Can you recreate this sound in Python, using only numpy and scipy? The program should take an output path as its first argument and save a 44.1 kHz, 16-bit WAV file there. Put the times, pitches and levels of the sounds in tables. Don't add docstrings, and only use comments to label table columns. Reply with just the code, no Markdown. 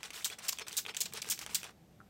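import sys
import numpy as np
from scipy import signal
from scipy.fft import rfft, irfft
from scipy.io import wavfile
from scipy.ndimage import uniform_filter1d

SR = 44100
rng = np.random.default_rng(int(sys.argv[2]) if len(sys.argv) > 2 else 0)


def digitize_waveform(pressure):
    field = np.atleast_2d(pressure).T
    bounded = np.clip(field, -1, 1)
    quanta = np.round(bounded * 32767).astype(np.int16)
    wavfile.write(sys.argv[1], SR, quanta)


N = 92521
EVENT_SAMPLES = 8192


def amp(db):
    return 10 ** (np.asarray(db) / 20)


def evened(x):
    return x / np.sqrt(np.mean(x ** 2) + 1e-20)


def read(points, hz):
    point_hz, value = np.transpose(points)
    return np.interp(np.log(hz + 1), np.log(point_hz + 1), value)


def add(mix, s, sound):
    part = mix[round(s * SR):][:len(sound)]
    part += sound[:len(part)]


def colour(x, points, tilt_db):
    hz = np.fft.rfftfreq(len(x), 1 / SR)
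    gain_db = read(points, hz) + tilt_db * np.log2(hz / 4000 + .05)
    return irfft(rfft(x) * amp(gain_db), len(x))


def grit(count, grain_db):
    boost = np.minimum(rng.exponential(1, count), 4)
    return rng.standard_normal(count) * amp(grain_db * boost)


def wander(count, size):
    return evened(uniform_filter1d(rng.standard_normal(count), size=size))


def patchy(x, patch_db):
    z = signal.stft(x, nperseg=128)[2]
    field = uniform_filter1d(rng.standard_normal(z.shape), size=3, axis=0)
    field = uniform_filter1d(field, size=4, axis=1)
    return signal.istft(z * amp(patch_db * evened(field)), nperseg=128)[1][:len(x)]


def ring(hz, t60):
    t = np.arange(EVENT_SAMPLES) / SR
    return np.sin(2 * np.pi * hz * t) * amp(-60 * t / t60)


def soft(hz, t60, rise):
    t = np.arange(EVENT_SAMPLES) / SR
    return ring(hz, t60) * (1 - np.exp(-(t / rise) ** 2))


def jet(level_db, hold, fall, tilt_db):
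    # (frequency [Hz], relative level [dB])
    jet_spectrum = [(240, -50), (400, -19), (1990, -10.5), (2630, -6.5), (3570, -6), (4490, -5.5),
                    (7440, -5), (9950, -12.5), (11400, -8.5), (15500, -9.5)]
    rise_s, tail_s, tail_db = 0.00067, 0.04, -16.5
    grain_db, patch_db, sputter_db = .8, 2.8, 1.0
    low_hz, low_fill_s = 2800, .009
    t = np.arange(EVENT_SAMPLES) / SR
    after = np.maximum(t - hold, 0)
    decay = np.exp(-after / fall) + amp(tail_db) * np.exp(-after / tail_s)
    shape = np.minimum(t / rise_s, 1) * decay
    sputter = wander(len(t), 60)
    spray = patchy(colour(grit(len(t), grain_db), jet_spectrum, tilt_db), patch_db)
    low = signal.sosfiltfilt(signal.butter(2, low_hz, fs=SR, output="sos"), spray)
    spray = spray - low * np.exp(-(t / low_fill_s) ** 2)
    return amp(level_db + sputter_db * sputter) * shape * evened(spray)


def rub(length, level_db, tilt_db, peak):
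    # (frequency [Hz], relative level [dB])
    rub_spectrum = [(180, -41), (300, -28.5), (456, -6.5), (682, -0.5), (1500, 3.5), (1830, 2), (2610, 2.5),
                    (5740, -2.5), (11400, -8.5), (15200, -11.5), (16500, -18)]
    grain_db, flicker_db, patch_db = 1.8, 1.5, 3
    noise = grit(EVENT_SAMPLES, grain_db)
    flicker = wander(EVENT_SAMPLES, 90)
    progress = np.minimum(np.arange(EVENT_SAMPLES) / SR / length, 1)
    bend = np.log(.5) / np.log(np.clip(peak, .05, .9))
    swell = np.sin(np.pi * progress ** bend) ** 1.33
    friction = evened(patchy(colour(noise, rub_spectrum, tilt_db), patch_db))
    return amp(level_db + flicker_db * flicker) * swell * friction


def tick(level_db, tilt_db, length):
    # (frequency [Hz], width [Hz], relative level [dB])
    trigger = [(1730, 1100, -12), (2540, 490, 3), (3220, 880, 7), (4600, 600, 0), (6160, 690, 1),
               (7940, 5100, 9.5), (10300, 3700, -8), (11100, 6400, -0.5), (14700, 2400, -11)]
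    t = np.arange(1024) / SR
    slip = rng.standard_normal(len(t)) * np.exp(-t / max(length, 1e-4))
    slip[0] = 4.2
    body = np.zeros(300)
    for hz, width, db in trigger:
        gain = amp(db + tilt_db * np.log2(hz / 4000)) * width ** 1.5
        body += gain * t[:300] * ring(hz, 1.4 / width)[:300]
    out = np.convolve(slip, body)
    return amp(level_db) * out / np.sqrt(uniform_filter1d(out ** 2, size=40).max() * 2)


def knock(bottle_db, *spring_db):
    # (frequency [Hz], relative level [dB], 60 dB decay [s])
    bottle = [(440, 0, .07), (970, -9, .04), (1570, -13, .03), (2040, -13, .03)]
    # (frequency [Hz], 60 dB decay [s])
    spring = [(3420, .07), (4370, .09), (5290, .11)]
    knock_s, rattle_s, rattle_db = .003, .004, 1.8
    out = sum(amp(bottle_db + db) * soft(hz, t60, knock_s) for hz, db, t60 in bottle)
    for db, (hz, t60) in zip(spring_db, spring):
        flutter = wander(EVENT_SAMPLES, 200)
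        out = out + amp(db + rattle_db * flutter) * soft(hz, t60, rattle_s)
    return out


def pop(level_db, hz):
    return amp(level_db) * soft(hz, t60=.018, rise=0.00044)


def room(x):
    # (frequency [Hz], 60 dB decay [s])
    room_t60 = [(300, .22), (1500, .2), (4000, .2), (12000, .14)]
    hz, t, z = signal.stft(rng.standard_normal(SR // 2), SR, nperseg=256)
    decay = amp(-60 * t / read(room_t60, hz)[:, None])
    tail = signal.istft(z * decay, SR, nperseg=256)[1]
    tail = np.append(np.zeros(200), tail)
    return signal.fftconvolve(x, tail / np.linalg.norm(tail))[:N]


def floor():
    # (frequency [Hz], relative level [dB])
    floor_spectrum = [(18, -47), (30, -24), (58, -8), (112, -6.5), (196, -4), (261, -19), (298, -15.5),
                      (399, -21.5), (713, -26.5), (792, -22), (928, -33.5), (9480, -45), (13000, -39),
                      (16500, -53)]
    # (time [s], level [dB])
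    rumble = [(0.0, -69.5), (1.01, -67.5), (1.05, -62), (1.6, -61.5), (1.64, -65.5), (2.0, -61.5),
              (2.1, -65)]
    noise = amp(-55.5) * evened(colour(rng.standard_normal(N), floor_spectrum, 0))
    low = signal.sosfiltfilt(signal.butter(4, 280, fs=SR, output="sos"), noise)
    rumble_db = np.interp(np.arange(N) / SR, *np.transpose(rumble))
    return noise - low + evened(low) * amp(rumble_db)


def hum():
    # (frequency [Hz], width [Hz], level [dB])
    tones = [(56.7, 2.7, -79), (226, 8.3, -75.5)]
    hz = np.fft.rfftfreq(N, 1 / SR)
    out = np.zeros(N)
    for centre, width, db in tones:
        band = 1 / (1 + ((hz - centre) / width * 2) ** 2)
        out += amp(db) * evened(irfft(rfft(rng.standard_normal(N)) * band, N))
    return out


def scene():
    # (time [s], level [dB], hold [s], fall time constant [s], tilt [dB per octave])
    jets = [(.2445, -29.5, 0.012, 0.011, 1.06), (.4825, -27, 0.012, 0.0028, 1.1),
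            (.5243, -36.5, 0.0081, 0.0017, -3), (.7672, -28.5, 0.019, 0.0097, 2.74),
            (.9665, -29.5, 0.0063, 0.0016, -1.6), (1.0045, -28, 0.009, 0.011, 1.66),
            (1.0552, -37, 0.0068, 0.0037, -4.5), (1.2175, -35.5, 0.0041, 0.0025, -3),
            (1.299, -25, 0.0065, 0.0017, 6), (1.308, -29, 0.014, 0.0093, 1.4),
            (1.546, -25, 0.0076, 0.007, 2.5)]
    # (time [s], length [s], level [dB], tilt [dB per octave], place of the peak [0-1])
    rubs = [(0, 0.069, -58, -0.8, 0.09), (.034, 0.087, -44, 0.5, 0), (.108, 0.026, -57, -2, 0.57),
            (.13, 0.18, -45.5, 2.8, 0.15), (.305, 0.057, -47, 0, 0.29), (.383, 0.076, -51.5, -2.7, 0.08),
            (.415, 0.086, -44.5, 1.8, 0.44), (.588, 0.046, -42.5, -2.5, 0.63),
            (.666, 0.081, -47.5, 0.5, 0.09), (.715, 0.089, -46, 3, 0.14), (.865, 0.024, -49.5, 1, 0.02),
            (.88, 0.053, -44, -2, 0.14), (.945, 0.033, -47.5, .1, 0), (1.138, 0.078, -43.5, 0, 0.39),
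            (1.222, .025, -51, 8, 0.42), (1.24, 0.08, -46.5, 1.8, 0.52), (1.393, 0.026, -47.5, 2, 0.16),
            (1.41, 0.055, -43.5, 2.1, 0.15), (1.465, 0.049, -52, -1, 0.06), (1.49, 0.2, -49, 2, 0.13),
            (1.635, .1, -50, -1.5, 0.14)]
    # (time [s], level [dB], tilt [dB per octave], slip time constant [s])
    ticks = [(.0315, -27.5, -2.4, 0.0011), (.1045, -36, -3.5, 0.0044), (.3005, -33.5, -3.5, 0.0045),
             (.3075, -53, 13, 0.0014), (.387, -37.5, 7, 0.006), (.395, -42, -3, .001),
             (.574, -41, -16, 0.0014), (.5865, -29, -3.5, 0.0024), (.5955, -30, -4, 0.0025),
             (.6695, -40.5, -4, 0.00092), (.675, -43, -12, .0008), (.683, -28, 6, 0.0022),
             (.695, -34, 20, 0.00056), (.711, -37, -6, 0.00071), (.7232, -41, 9, 0.00039),
             (.729, -30, 7, 0.00077), (.740, -52, 9, 0.00043), (.8515, -36.5, -13, 0.0028),
             (.8635, -27, -8.5, 0.001), (.870, -56, 9, 0.00089), (.8945, -31.5, -8.5, 0.0021),
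             (.940, -41, -9, 0.0014), (.9468, -34, -5, 0.0016), (.954, -38, -11, 0.0011),
             (1.1243, -40.5, -6.5, 0.0036), (1.131, -53, 31, 0.0015), (1.1363, -27, 27, 0.0027),
             (1.173, -31.5, 0, 0.0026), (1.227, -32, -5, 0.0014), (1.2455, -36, -5, 0.0023),
             (1.255, -40, -15, 0.0015), (1.289, -51, 6, 0.00083), (1.289, -26.5, 17, 0.00083),
             (1.377, -40.5, -7, 0.003), (1.3912, -27, 14, 0.0016), (1.400, -56, 1, .0015),
             (1.415, -35, -1.5, 0.0013), (1.4265, -46, 8, 0.0009), (1.4635, -28, -3, .0012),
             (1.4945, -40, -24, 0.0034), (1.6155, -45, -15, .0012), (1.6318, -30.5, -5.5, 0.0011),
             (1.641, -36, -1, 0.006), (1.693, -43.5, -37, 0.0016), (1.708, -54.5, 15, 0.004)]
    # (time [s], bottle level [dB], level of each of three spring tones [dB])
    knocks = [(.045, -48.5, -50, -81, -75), (.16, -49.5, -75, -91, -56), (.302, -49.5, -75, -69, -75),
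              (.321, -51, -39, -51, -76), (.612, -42, -46, -46, -44), (.73, -50.5, -79, -75, -75),
              (.868, -46, -79, -75, -68), (.895, -42.5, -60, -78, -49), (1.003, -47, -77.5, -77, -73),
              (1.14, -41, -59, -75, -69), (1.172, -50, -60, -73, -44), (1.268, -44.5, -89, -73, -63),
              (1.515, -48.5, -76, -79, -76), (1.645, -52, -44, -80, -81), (1.70, -54, -82.5, -75, -85)]
    # (time [s], level [dB], frequency [Hz])
    pops = [(.262, -44, 1070), (0.528, -37.5, 1096), (.531, -41.5, 1090), (1.426, -38, 1300),
            (2.003, -41.5, 1375), (2.013, -44.5, 1340)]
    sprayer = np.zeros(N)
    for table, source in ((jets, jet), (rubs, rub), (ticks, tick), (knocks, knock), (pops, pop)):
        for s, *row in table:
            add(sprayer, s, source(*row))
    room_db = -15
    return (sprayer + amp(room_db) * room(sprayer) + floor() + hum())[None]


def record(dry):
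    # (frequency [Hz], gain [dB])
    mic = [(30, -4), (50, -0.5), (7000, 0.24), (8600, 0.5), (9300, -3.5), (10500, -4), (12000, -4.7)]
    edge_hz = 15900
    miked = colour(dry[0], mic, 0)[None]
    lowpass = signal.firwin(511, edge_hz, window=("kaiser", 9), fs=SR)
    return signal.oaconvolve(miked, lowpass[None], "same")


dry = scene()
out = record(dry)
digitize_waveform(out)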